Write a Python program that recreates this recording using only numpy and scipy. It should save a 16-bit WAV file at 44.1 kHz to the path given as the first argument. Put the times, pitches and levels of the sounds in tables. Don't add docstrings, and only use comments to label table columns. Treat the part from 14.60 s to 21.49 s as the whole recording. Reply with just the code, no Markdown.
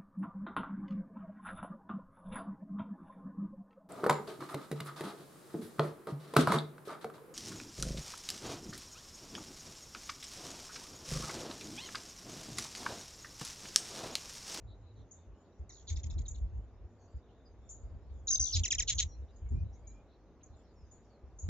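import sys
import numpy as np
from scipy import signal
from scipy.fft import rfft, irfft, next_fast_len
from scipy.io import wavfile
from scipy.ndimage import uniform_filter1d, map_coordinates

SR = 44100
rng = np.random.default_rng(int(sys.argv[2]) if len(sys.argv) > 2 else 0)


def int16_out(signal):
    q = np.round(np.clip(np.atleast_2d(signal).T, -1, 1) * 32767)
    wavfile.write(sys.argv[1], SR, q.astype(np.int16))


N = 303848

# (frequency [Hz], correlation [-1..1])
HUSH_LIKENESS = [(60, 0.29), (200, 0.97), (500, 0.99), (1000, 0.98), (2000, 0.88), (4000, 0.17),
                 (7000, 0.067)]
# (frequency [Hz], t60 [s])
TREE_DECAY = [(1500, .35), (4000, 0.13), (7000, 0.29)]


def amp(db):
    return 10 ** (np.asarray(db) / 20)


def unit(x):
    return x / np.sqrt(np.mean(x ** 2) + 1e-20)


def along(points, hz):
    point_hz, values = np.transpose(points)
    return np.interp(np.log(hz + 1), np.log(point_hz + 1), values)


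def curve(rows):
    return np.interp(np.arange(N) / SR, *np.transpose(rows))


def filtered(x, response):
    size = next_fast_len(N + SR // 2)
    spectrum = rfft(x, size) * response(np.fft.rfftfreq(size, 1 / SR))
    return irfft(spectrum, size)[..., :N]


def add(track, start_s, sound):
    start = max(0, round(start_s * SR))
    part = track[..., start:start + sound.shape[-1]]
    part += sound[..., :part.shape[-1]]


def progress(length_s):
    return np.linspace(0, 1, max(int(length_s * SR), 8))


def fade(u, rise, fall):
    ramp = np.clip(np.minimum(u / rise, (1 - u) / fall), 0, 1)
    return np.sin(np.pi / 2 * ramp) ** 2


def waver(size_samples):
    noise = rng.standard_normal(size_samples)
    return unit(uniform_filter1d(uniform_filter1d(noise, size=50), size=40))


def wobble(knots_per_s):
    return map_coordinates(rng.standard_normal(1024), [np.arange(N) * knots_per_s / SR], mode="wrap")


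def rush(spectrum, likeness, patchy_db):
    bins = signal.stft(rng.standard_normal((2, N)), nperseg=512)[2]
    field = uniform_filter1d(rng.standard_normal(bins.shape[1:]), size=5, axis=0)
    field = uniform_filter1d(field, size=14, axis=1)
    pair = signal.istft(bins * amp(patchy_db * unit(field)), nperseg=512)[1][:, :N]

    def mid_side_response(hz):
        angle = np.arccos(np.clip(along(likeness, hz), -1, 1)) / 2
        return amp(along(spectrum, hz)) * [np.cos(angle), np.sin(angle)]

    mid, side = filtered(pair, mid_side_response)
    return unit(np.array([mid + side, mid - side]))


def diffuse(sound, decay, width=0.88):
    hz, t, bins = signal.stft(rng.standard_normal((2, SR // 2)), SR, nperseg=128)
    decay_gain = amp(-60 * t / along(decay, hz)[:, None])
    mid, side = signal.istft(bins * decay_gain, SR, nperseg=128)[1]
    tail = np.array([mid + width * side, mid - width * side])
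    return signal.fftconvolve(sound[None], tail / np.linalg.norm(tail[0]), axes=1)


def outdoor_hush(level_db=-64.0):
    # (frequency [Hz], relative density [dB per Hz])
    hush_spectrum = [(25, -15.5), (55, -11.5), (100, -4.5), (160, -4), (230, -3), (400, -4.5), (720, -10.5),
                     (1100, -17.5), (1600, -23.5), (2800, -33), (4500, -39.5), (7500, -42.5)]
    return amp(level_db) * rush(hush_spectrum, HUSH_LIKENESS, patchy_db=1)


def buffeting(flutter_db=2, flutter_knots_per_s=12, rumble_db=-4, evenness=.6, low_cut_hz=40,
              rise=0.19, fall=0.4, sag=0.31, lag_s=0.001094):
    # (time [s], length [s], mid-puff pitch [Hz], flow level [dB], turbulence re flow [dB])
    puffs = [(.01, .16, 55, -49, -24), (0.354, 0.11, 60, -49, -9.5), (0.659, .13, 53, -51, -22),
             (.992, 0.066, 69.2, -42, -23), (1.292, 0.13, 75.5, -34, -21.5),
             (1.433, 0.099, 71.3, -38.5, -11.5), (1.551, 0.08, 69.3, -34.5, -10),
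             (1.696, 0.057, 75.8, -39.5, -21), (1.8, 0.083, 59, -35, -20), (1.92, .11, 64.4, -36.5, -21),
             (2.189, .1, 58.3, -43.5, -20.5), (2.537, 0.067, 63.4, -40.5, -29),
             (3.222, 0.086, 67.3, -42.5, -28), (3.331, 0.09, 60.3, -47, -25), (3.478, 0.16, 66.9, -45, -26),
             (3.767, .12, 65.4, -37, -25.5), (3.934, .13, 83.2, -29, -16.5), (4.158, 0.077, 60.5, -39, -26),
             (4.299, .12, 69, -37, -19.5), (4.434, .06, 74.6, -37.5, -18), (4.579, 0.096, 62.2, -42, -25),
             (4.815, 0.086, 65.7, -37.5, -24), (4.902, 0.11, 72, -28.5, -10), (5.003, 0.086, 66, -30, -19),
             (5.093, 0.054, 61.2, -41, -26), (5.897, 0.08, 70.5, -45, -30), (6.15, 0.16, 61.8, -52.5, -27),
             (6.631, 0.069, 62, -43.5, -26), (6.82, 0.22, 75.9, -32, -17)]
    # (time [s], level [dB])
    downwash_levels = [(0.0, -55), (0.9, -73.5), (1.38, -49.5), (1.5, -40), (1.84, -42), (1.98, -45.5),
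                       (2.38, -68.5), (2.84, -59.5), (3.36, -49), (3.57, -51), (4.18, -44.5), (4.49, -43.5),
                       (4.64, -53), (4.85, -54), (4.99, -41.5), (5.55, -61.5), (6.5, -65.5), (6.89, -51)]
    # (frequency [Hz], relative density [dB per Hz])
    rumble_spectrum = [(15, -47.5), (25, -15.5), (40, 1), (52, 5), (66, 1), (80, -2.5), (100, -9),
                       (170, -25), (300, -37.5), (420, -46), (900, -87)]
    # (frequency [Hz], left-right correlation [-1..1])
    rumble_likeness = [(30, 1), (70, 1), (130, 0.6)]
    # (frequency [Hz], relative density [dB per Hz])
    swirl_spectrum = [(50, -6), (120, 9), (200, -6), (350, -10.5), (700, -38), (1500, -54.5)]

    gusts, pushes, stir = np.zeros((3, N))
    for start_s, length_s, pitch_hz, db, turbulence_db in puffs:
        u = progress(length_s)
        flow = amp(db) * fade(u, rise, fall)
        sinking_hz = pitch_hz * (1 - sag * (u - .5))
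        cycles = rng.random() + np.cumsum(sinking_hz) / SR
        add(gusts, start_s, flow)
        add(stir, start_s, amp(turbulence_db) * flow)
        add(pushes, start_s, flow * np.sin(2 * np.pi * cycles))

    eddies = rush(rumble_spectrum, rumble_likeness, patchy_db=2)
    power = uniform_filter1d(np.mean(eddies ** 2, axis=0), size=1500)
    strength = np.sqrt(np.abs(power) + 1e-6)
    even_eddies = unit(eddies / strength ** evenness)
    downwash = amp(curve(downwash_levels) + flutter_db * wobble(flutter_knots_per_s))
    rumble = np.hypot(downwash, amp(rumble_db) * gusts) * even_eddies
    turbulence = stir * rush(swirl_spectrum, [(100, 0.77)], patchy_db=2.5)

    def port_response(hz):
        lag = np.exp(1j * np.pi * hz * lag_s * np.array([[1], [-1]]))
        return lag * hz ** 2 / np.hypot(hz ** 2, low_cut_hz ** 2)

    return filtered(rumble + pushes + turbulence, port_response)


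def wings(hum_hz=96, drift=0.091, flutter_db=4):
    # (time [s], level [dB])
    hum_levels = [(0, -59), (.45, -59.5), (.85, -74), (1.15, -67.5), (2.45, -66), (2.8, -72), (5.5, -72.5),
                  (6.89, -71.5)]
    hz = hum_hz * (1 + drift * wobble(22))
    hum = unit(np.sin(2 * np.pi * np.cumsum(hz) / SR))
    return amp(curve(hum_levels) + flutter_db * wobble(14)) * hum


def songbirds(chorus_db=-80, wet_db=-5, direct_db=-1):
    # (frequency [Hz], relative density [dB per Hz])
    chorus_spectrum = [(2000, -23), (2600, -6.5), (3300, -6), (3750, 0), (4200, -5), (5300, -9),
                       (5900, -4.5), (6550, -2.5), (7200, 0), (7600, -9)]
    # (time [s], length [s], start pitch [Hz], end pitch [Hz], rms pitch rasp [Hz],
    #  level ahead of the direct/wet split [dB])
    whistles = [(0.062, 0.1, 3910, 4000, 150, -68), (0.341, 0.11, 3970, 3680, 250, -74),
                (2.383, 0.11, 6680, 6460, 444, -74), (2.848, 0.046, 4990, 4760, 50, -68.5),
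                (4.463, .10, 5850, 5590, 60.1, -62), (4.506, 0.071, 4120, 4150, 60.3, -72.5),
                (4.675, 0.049, 3670, 3830, 180, -74), (4.85, 0.048, 2194, 2230, 30, -74.5),
                (4.933, 0.097, 2380, 2510, 30, -73.5), (5.12, 0.057, 5682, 6770, 401.3, -70.5),
                (5.154, 0.038, 2290, 2090, 39.97, -76.5), (5.207, 0.16, 2240, 2393, 29.66, -78),
                (5.321, 0.11, 2370, 2460, 29.9, -76), (5.468, 0.12, 4010, 4020, 280.8, -76),
                (5.804, 0.024, 3600, 3000, 704, -73.5), (6.145, 0.12, 5630, 4900, 50, -77),
                (6.527, 0.046, 4195, 4310, 111, -76.5)]
    out = amp(chorus_db) * rush(chorus_spectrum, HUSH_LIKENESS, patchy_db=7.0)
    for start_s, length_s, start_hz, end_hz, rasp_hz, db in whistles:
        u = progress(length_s)
        hz = start_hz + (end_hz - start_hz) * u + rasp_hz * waver(len(u))
        tone = amp(db) * fade(u, rise=0.32, fall=0.34) * np.sin(2 * np.pi * np.cumsum(hz) / SR)
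        add(out, start_s, amp(direct_db) * tone)
        add(out, start_s, amp(wet_db) * diffuse(tone, TREE_DECAY))
    return out


def syrinx(hz, jitter=0.019):
    # (multiple of the pitch, level ahead of the colouring [dB])
    overtones = [(1, -2.5), (2, -5), (3, 0), (4, -13), (5, -28)]
    # (frequency [Hz], gain [dB])
    call_colour = [(1250, -27), (1600, -9.5), (1950, -9), (2800, -3), (3300, 0.5), (3800, 0.5),
                   (4550, -8.5), (5100, 0.5), (5500, -2), (6100, 3.5), (6700, 4.5), (7200, 8), (7700, 4)]
    hz = hz * (1 + jitter * waver(len(hz)))
    phase = 2 * np.pi * np.cumsum(hz) / SR
    tone = 0
    for multiple, db in overtones:
        partial_hz = multiple * hz
        band_gain = np.clip(4 - 12 * partial_hz / SR, 0, 1)
        tone = tone + amp(db + along(call_colour, partial_hz)) * band_gain * np.sin(multiple * phase)
    return tone


def chip(length_s=0.016, start_hz=5850, end_hz=7200, bend=0.55):
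    u = progress(length_s)
    hz = start_hz + (end_hz - start_hz) * u ** bend
    return fade(u, rise=0.33, fall=0.18) * syrinx(hz, jitter=0.048)


def squeak(length_s, start_hz, end_hz, bend, jitter):
    u = progress(length_s)
    hz = start_hz + (end_hz - start_hz) * u ** bend
    return fade(u, rise=.16, fall=0.12) * syrinx(hz, jitter)


def buzz(length_s, start_hz, end_hz, depth_hz, trills_per_s, bend=1.3, slowing=.25):
    u = progress(length_s)
    trill = np.cos(2 * np.pi * np.cumsum(trills_per_s * (1 - slowing * (u - .5))) / SR)
    hz = start_hz + (end_hz - start_hz) * u ** bend + depth_hz * trill
    return fade(u, rise=.35, fall=0.3) * syrinx(hz, jitter=.015)


def twitter(length_s, arches_per_s, top_hz, first_dip_hz, middle_dip_hz, last_dip_hz, dip_db, swell_db,
            flatness=3.6, swell_bend=1.4):
    u = progress(length_s)
    swing = np.abs(np.cos(np.pi * arches_per_s * length_s * u))
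    sag = np.sin(np.pi / 2 * swing ** (2 * flatness))
    dip_hz = np.interp(u, [0, .5, 1], [first_dip_hz, middle_dip_hz, last_dip_hz])
    tone = syrinx(top_hz - sag * (top_hz - dip_hz), jitter=.013)
    level = amp(swell_db * u ** swell_bend + dip_db * sag)
    return fade(u, rise=.003 / length_s, fall=0.013) * level * tone


def heard(sound, bearing, distance, tail_db, near_scatter_db=-14, far_scatter_db=-1,
          direct_delay_s=0.0011, bounce_delay_s=0.0045):
    # (delay [s], level [dB], bearing [signed share of the stereo phase])
    wall_echoes = [(0.0284, -8.5, 0.94), (0.0559, -43.5, 0)]
    # (frequency [Hz], t60 [s])
    deck_decay = [(1500, 0.099), (7000, 0.079)]
    # (frequency [Hz], phase [rad])
    stereo_phase = [(600, .1), (1300, .5), (1750, 0.83), (2500, 1.5), (5000, 1.6), (7000, 1.31)]
    # (frequency [Hz], gain [dB])
    far_gain = [(1600, -4), (2100, 4), (2800, -18), (3600, -2.5), (4200, 7), (4800, -2.5), (6000, -3.5),
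                (6700, 4), (7300, -7.5)]

    size = 2 ** 15
    hz = np.fft.rfftfreq(size, 1 / SR)
    scatter = amp(near_scatter_db + distance * (far_scatter_db - near_scatter_db))
    direct = rfft(sound, size)
    cloud = scatter * rfft(diffuse(sound, deck_decay), size)
    paths = 0
    for delay_s, db, side in [(direct_delay_s, 0, bearing)] + wall_echoes:
        left_right = np.exp(.5j * side * along(stereo_phase, hz) * np.array([[-1], [1]]))
        delay = np.exp(-2j * np.pi * hz * delay_s)
        paths = paths + amp(db) * delay * (direct * left_right + cloud)
    bounce = distance ** 2
    paths = paths * (1 + bounce * np.exp(-2j * np.pi * hz * bounce_delay_s)) / np.hypot(1, bounce)
    tail = amp(tail_db) * rfft(diffuse(sound, TREE_DECAY), size)
    colour = amp(distance * along(far_gain, hz))
    return irfft((paths / np.hypot(1, scatter) + tail) * colour, size)


def hummingbirds(squabble_bearing=-1, chip_bearing=-1.4, chip_distance=0.28,
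                 near_tail_db=-28, far_tail_db=-16):
    # (time [s], level [dB], tree tail re call [dB])
    chips = [(0.508, -56.5, 3.5), (1.678, -42.5, -7), (3.088, -50.5, 7), (4.343, -44.5, -1),
             (4.757, -71.5, 3.5), (4.885, -68.5, -4), (5.268, -57, 0), (5.829, -58, -9),
             (6.308, -64.5, 6.5), (6.785, -47.5, 0.5)]
    # (time [s], length [s], start pitch [Hz], end pitch [Hz], bend [<1 falls early, >1 late],
    #  rms pitch jitter [share], level [dB], distance [0-1])
    squeaks = [(1.091, 0.021, 2390, 1784, 0.78, 0.027, -55, 0.56),
               (1.356, .019, 5200, 1803, 1.1, 0.064, -45, .7),
               (1.431, .013, 3900, 1750, 1, 0.06, -47, 0.58),
               (1.498, 0.015, 4020, 1900, 1.24, .12, -50.5, 0.72),
               (1.579, .015, 3960, 2140, 1.18, .12, -52, 0.61),
               (1.651, .017, 4170, 2000, 2.5, .05, -54.5, 0.9),
               (1.744, 0.019, 3914, 2034, 2.7, 0.12, -55, 0.59),
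               (4.032, 0.031, 3900, 1794, 0.67, 0.034, -32, 0),
               (4.103, 0.029, 4060, 1700, 0.64, 0.021, -28.5, 0.1),
               (4.18, .03, 3710, 1636, 0.7, 0.02, -29.5, 0)]
    # (time [s], length [s], start pitch [Hz], end pitch [Hz], trill depth [Hz], mid-note trill rate [1/s],
    #  level [dB], distance [0-1])
    buzzes = [(1.266, 0.048, 4470, 2100, 815, 203, -42, 0.76), (3.919, 0.041, 5260, 4135, 800, 187, -26, 0),
              (3.944, 0.034, 4405, 2583, 982, 254, -29.5, 0.42),
              (4.27, .045, 4057, 2313, 957, 192, -26.5, 0.3),
              (4.376, 0.038, 4330, 2333, 997, 175, -25.5, 0.29)]
    # (time [s], length [s], arch rate [1/s], top [Hz], first dip [Hz], middle dip [Hz], last dip [Hz],
    #  level in the dips re top [dB], swell by the end [dB], level [dB], distance [0-1])
    twitters = [(1.114, 0.12, 71, 6840, 5020, 3410, 2670, 6.5, -10.5, -59, 0.57),
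                (3.6695, 0.025, 71, 6850, 6400, 3720, 4770, 5, 9, -37, 0.36),
                (3.698, .062, 48.5, 6260, 5370, 5200, 3670, -3, -1, -26, .1),
                (3.793, 0.13, 71, 6220, 5430, 3687, 2800, -8, -16, -24.5, .05)]

    out = np.zeros((2, N))
    for call, table in [(squeak, squeaks), (buzz, buzzes), (twitter, twitters)]:
        for start_s, *shape, db, distance in table:
            tail_db = near_tail_db + distance * (far_tail_db - near_tail_db)
            add(out, start_s, amp(db) * heard(call(*shape), squabble_bearing, distance, tail_db))
    for start_s, db, tail_db in chips:
        add(out, start_s, amp(db) * heard(chip(), chip_bearing, chip_distance, tail_db))
    return out


def scene():
    return outdoor_hush() + buffeting() + wings() + songbirds() + hummingbirds()


def record(dry, top_hz=7220):
    return filtered(dry, lambda hz: 1 / np.sqrt(1 + (hz / top_hz) ** 170))


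dry = scene()
out = record(dry)
int16_out(out)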